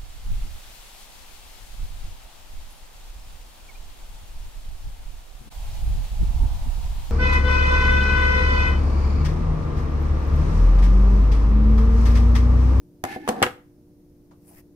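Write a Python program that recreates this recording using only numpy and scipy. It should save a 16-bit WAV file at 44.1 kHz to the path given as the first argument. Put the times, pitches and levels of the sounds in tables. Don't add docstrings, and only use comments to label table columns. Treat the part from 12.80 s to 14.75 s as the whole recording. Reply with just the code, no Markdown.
import sys
import numpy as np
from scipy import signal
from scipy.fft import rfft, irfft, next_fast_len
from scipy.io import wavfile
from scipy.ndimage import uniform_filter1d, map_coordinates

SR = 44100
rng = np.random.default_rng(int(sys.argv[2]) if len(sys.argv) > 2 else 0)


def dump(signal):
    limited = np.clip(np.atleast_2d(signal).T, -1, 1)
    pcm = np.round(limited * 32767).astype(np.int16)
    wavfile.write(sys.argv[1], SR, pcm)


N = 85995
TIME_S = np.arange(N) / SR


def amp(db):
    return 10 ** (np.asarray(db) / 20)


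def unit(x):
    return x / np.sqrt(np.mean(x ** 2) + 1e-20)


def along(points, hz):
    points_hz, values = np.transpose(points)
    return np.interp(np.log(hz + 1), np.log(points_hz + 1), values)


def level(points):
    return amp(np.interp(TIME_S, *np.transpose(points), left=-150, right=-150))


def wobble(rate_hz):
    return map_coordinates(rng.standard_normal(2048), [TIME_S * rate_hz], mode="wrap")


def fade(t, decay_s, attack_s=.0002):
    return np.exp(-np.log(1000) * t / decay_s) * (1 - np.exp(-t / attack_s))


def filtered(x, response):
    size = next_fast_len(N + SR // 4)
    return irfft(rfft(x, size) * response(np.fft.rfftfreq(size, 1 / SR)), size)[..., :N]


def colour(points):
    return lambda f: amp(along(points, f))


def resonances(rows):
    return lambda f: sum(amp(db) * np.abs(f * width / (hz * hz - f * f + 1j * f * width)) ** 2
                         for hz, width, db in rows)


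# frequency_hz, likeness
STEREO_LIKENESS = [(90, 0.96), (250, .85), (600, 0.52), (1500, 0.05)]
def noise(response, lag_ms=0):
    def split(f):
        angle = np.arccos(np.clip(along(STEREO_LIKENESS, f), -1, 1)) / 2
        return response(f) * np.array([np.cos(angle), np.sin(angle)])
    mid, side = filtered(rng.standard_normal((2, N)), split)
    left = np.roll(mid + side, int(lag_ms * SR / 1000))
    return unit(np.array([left, mid - side]))


# multiple of its pitch, level_db
HUM_TONES = [(3, -66), (5, -57), (6, -62), (8, -72), (10, -77.5)]
# frequency_hz, level_db
RUMBLE_COLOUR = [(25, -10.5), (42, -10), (150, -7.5), (400, -19.5), (650, -28), (1200, -40.5), (3200, -48),
                 (5800, -43), (8000, -50), (12000, -44)]
def background(hum_hz=59.1, waver_hz=.18, whine_hz=9150):
    phase = 2 * np.pi * np.cumsum(hum_hz + waver_hz * wobble(25)) / SR
    hum = np.sqrt(2) * sum(amp(db) * np.sin(multiple * phase + rng.uniform(0, 2 * np.pi))
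                           for multiple, db in HUM_TONES)
    whine = noise(lambda f: np.exp(-((f - whine_hz) / 110) ** 2))
    rumble = noise(colour(RUMBLE_COLOUR))
    return hum + amp(-55) * rumble + amp(-85.5) * whine


# frequency_hz, decay_s
ECHO_DECAY = [(100, 0.37), (2000, .41), (6500, 0.19), (14000, 0.18)]
# frequency_hz, level_db
ECHO_COLOUR = [(100, -11), (2000, -17.5), (14000, -14.5)]
def room_echo(x, build_s=.0033, early_s=.31, early_db=8):
    hz, t, spectrum = signal.stft(noise(np.ones_like)[:, :SR // 2], SR, nperseg=256)
    decay = fade(t, along(ECHO_DECAY, hz)[:, None]) + amp(early_db) * fade(t, early_s)
    build_up = 1 - np.exp(-t / build_s)
    click_echo = signal.istft(spectrum * decay * build_up, SR, nperseg=256)[1]
    echo = signal.fftconvolve(x, click_echo / np.linalg.norm(click_echo[0]), axes=1)[:, :N]
    return filtered(echo, colour(ECHO_COLOUR))


# start_s, level_db
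LEAF_TAPS = [(1.5112, -52)]
# time_s, level_db
LEAF_STROKE = [(1.52, -87), (1.62, -70), (1.672, -62.5), (1.686, -57), (1.715, -58), (1.765, -55.5),
               (1.803, -52.5), (1.82, -76)]
# peak_s, pitch_hz, level_db
LEAF_SCUFFS = [(1.69, 10030, -57), (1.726, 717, -58), (1.775, 12400, -59), (1.783, 1990, -60.5)]
# frequency_hz, level_db
TAP_COLOUR = [(1100, 12.5), (2000, -5), (7000, -8.5), (15000, -45)]
STROKE_COLOUR = [(800, 6.5), (1400, -2), (2600, -1.5), (3700, -13), (5100, -1.5), (6000, -5), (10500, 0.5),
                 (15400, 1)]
def finger_on_leaf(tap_s=.16, scuff_s=.027, catch_db=2):
    tap_level = sum(amp(db) * fade(np.maximum(TIME_S - start_s, 0), tap_s) for start_s, db in LEAF_TAPS)
    tap = tap_level * noise(colour(TAP_COLOUR))
    scuffs = np.zeros((2, N))
    for peak_s, hz, db in LEAF_SCUFFS:
        swell = amp(db) * np.exp(-((TIME_S - peak_s) / scuff_s) ** 2)
        scuffs += swell * noise(resonances([(hz, hz / 2.8, 0)]))
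    catches = unit(amp(catch_db * wobble(rate_hz=900)))
    stroke = level(LEAF_STROKE) * noise(colour(STROKE_COLOUR)) * amp([[2], [-2]])
    return tap + catches * (scuffs + stroke)


# time_s, pitch_hz, level_db
FOOT_SQUEAK = [(0.239, 750, -38.5), (.32, 805, -39.5), (0.408, 828, -58.5), (.47, 860, -45),
               (.53, 750, -39), (.62, 733, -40)]
POT_GROAN = [(.26, 332.5, -47.5), (.44, 295.2, -42), (.66, 347, -45)]
def stick_slip(rows, jitter_hz, rough_db):
    times_s, hz, db = np.transpose(rows)
    pitch_hz = np.interp(TIME_S, times_s, hz) + jitter_hz * wobble(250)
    loudness = uniform_filter1d(level(np.transpose([times_s, db])), size=400)
    roughness = amp(rough_db * wobble(120))
    tone = loudness * unit(roughness * np.sin(2 * np.pi * np.cumsum(pitch_hz) / SR))
    return np.array([np.roll(tone, 12), tone])


# time_s, level_db
FIRST_SLIDE = [(.25, -48.5), (.285, -39.5), (.322, -36), (.352, -39), (.39, -52.5), (.45, -51.5),
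               (.49, -47)]
SECOND_SLIDE = [(.48, -57.5), (.5, -27.5), (.535, -33.5), (.565, -34.5), (.61, -33.5), (.68, -45)]
# pitch_hz, width_hz, level_db
FIRST_RUB = [(314.5, 150, -7), (810, 110, -6), (1480, 160, -11.5), (1743, 75, 2.5), (2120, 110, -4),
             (2550, 270, -13)]
SECOND_RUB = [(234, 110, -2), (488, 90, -2), (758, 97, -6), (1020, 660, -14.5), (1760, 110, -16.5)]
# frequency_hz, level_db
SAND_COLOUR = [(1000, -3), (2600, 1.5), (5000, -5.5), (8000, -14.5), (11500, -10), (15500, -21.5)]
def scrape(slide, rub, sand_db, rough_db, wander=.008):
    slips = unit(amp(rough_db * wobble(220)))
    clock = np.arange(N) + np.cumsum(wander * wobble(40))
    steady = noise(resonances(rub), lag_ms=.36)
    body = np.array([map_coordinates(side, [clock], mode="reflect") for side in steady])
    sand = amp(sand_db) * slips * noise(colour(SAND_COLOUR))
    return level(slide) * (body + sand)


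def clay_ring(tones, t, scatter_db=1.5):
    return sum((-1) ** (k + 1) * amp(db - scatter_db * rng.standard_normal())
               * fade(t, decay_s) * np.sin(2 * np.pi * hz * t)
               for k, (hz, db, decay_s) in enumerate(tones))


# frequency_hz, level_db
GRIT_COLOUR = [(800, -14.5), (3000, -0.5), (8000, -3), (12000, -5), (15500, -11)]
def hits(rows, tones, clack_colour, clack_s, ring_gain_db, left_db, lag_ms, thud_hz=90, ping_cycles=13):
    out = np.zeros((2, N))
    clack_noise = noise(colour(clack_colour), lag_ms)
    grit_noise = noise(colour(GRIT_COLOUR), lag_ms)
    delay_s = np.array([[lag_ms / 1000], [0]])
    for start_s, thud_db, ring_db, clack_db, grit_db, ping_hz in rows:
        span = int(start_s * SR) + np.arange(SR // 3)
        t = np.maximum(span / SR - start_s - delay_s, 0)
        thud = -amp(thud_db) * fade(t, decay_s=.031) * np.cos(2 * np.pi * thud_hz * t)
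        ring = amp(ring_db + ring_gain_db) * clay_ring(tones, t)
        ping = amp(7.5) * fade(t, ping_cycles / ping_hz) * np.sin(2 * np.pi * ping_hz * t)
        rattle = amp(-15.5) * fade(t, decay_s=.13)
        clack = amp(clack_db) * (ping + clack_noise[:, span] * (fade(t, clack_s) + rattle))
        grit = amp(grit_db) * grit_noise[:, span] * (fade(t, decay_s=.011) + rattle / 2)
        out[:, span] += thud + ring + clack + grit
    return out * amp([[left_db / 2], [-left_db / 2]])


# start_s, thud_db, ring_db, clack_db, grit_db, ping_hz
FOOT_HITS = [(.2388, -24.5, -23, -23, -23, 2107), (.2500, -31, -29, -29.5, -34.5, 776),
             (.3612, -31.5, -26, -48.5, -54, 720), (.4770, -38.5, -36.5, -22, -30, 1060),
             (.4850, -33.5, -30.5, -25.5, -26.5, 1084), (.4893, -24.5, -15.5, -20, -18, 1082),
             (.6187, -24, -15, -22.5, -44, 667)]
# pitch_hz, level_db, decay_s
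POT_TONES = [(218, -4.5, 0.07), (265, -6, .1), (355, -6.5, 0.14), (500.7, -2, 0.081), (638, -10.5, 0.087),
             (753.6, 2, .06), (1790, -11, .08)]
# frequency_hz, level_db
FOOT_COLOUR = [(100, -17.5), (300, 2), (1000, 0), (2200, -8), (15000, -48)]
def jolts():
    return hits(FOOT_HITS, POT_TONES, FOOT_COLOUR,
                clack_s=.024, ring_gain_db=-1.5, left_db=.75, lag_ms=.25)


# start_s, thud_db, ring_db, clack_db, grit_db, ping_hz
RIM_HITS = [(.6267, -14.5, -16.5, -7, -11, 3140), (.6302, -25.5, -12.5, -20.5, -29, 780),
            (.6335, -38, -28, -19, -38.5, 1648), (.6378, -31, -33, -35.5, -26.5, 1300),
            (.6645, -36, -20, -25.5, -55.5, 1400)]
# pitch_hz, level_db, decay_s
NEIGHBOUR_TONES = [(244, -4.5, 0.11), (368.2, -3, 0.16), (493.9, 7, .11), (657, -5.5, .09), (728.7, 1, .09),
                   (784, -5, 0.19), (980, -8.5, 0.04), (1210, -10.5, 0.045), (1297, -3, 0.15),
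                   (1634, -0.5, 0.11), (2185, -9, .06), (2900, -13, .04)]
# frequency_hz, level_db
RIM_COLOUR = [(100, -31.5), (400, -2.5), (1600, 3.5), (2300, -2), (3200, -4), (3900, -14.5), (15000, -38.5)]
def knocks():
    return hits(RIM_HITS, NEIGHBOUR_TONES, RIM_COLOUR,
                clack_s=.022, ring_gain_db=-12, left_db=.54, lag_ms=.11)


def scene():
    near = jolts() + knocks()
    near += scrape(FIRST_SLIDE, FIRST_RUB, sand_db=-7.5, rough_db=2)
    near += scrape(SECOND_SLIDE, SECOND_RUB, sand_db=-18.5, rough_db=3.5)
    near += stick_slip(FOOT_SQUEAK, jitter_hz=28, rough_db=4.5)
    near += stick_slip(POT_GROAN, jitter_hz=37.94, rough_db=3)
    near += finger_on_leaf()
    return near + room_echo(near) + background()


def record(dry):
    ceiling, top_hz = .88, 15650
    rounded = dry / (1 + (dry / ceiling) ** 6) ** (1 / 6)
    return filtered(rounded, lambda f: np.clip((top_hz - f) / 500 + .5, 0, 1))


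dry = scene()
out = record(dry)
dump(out)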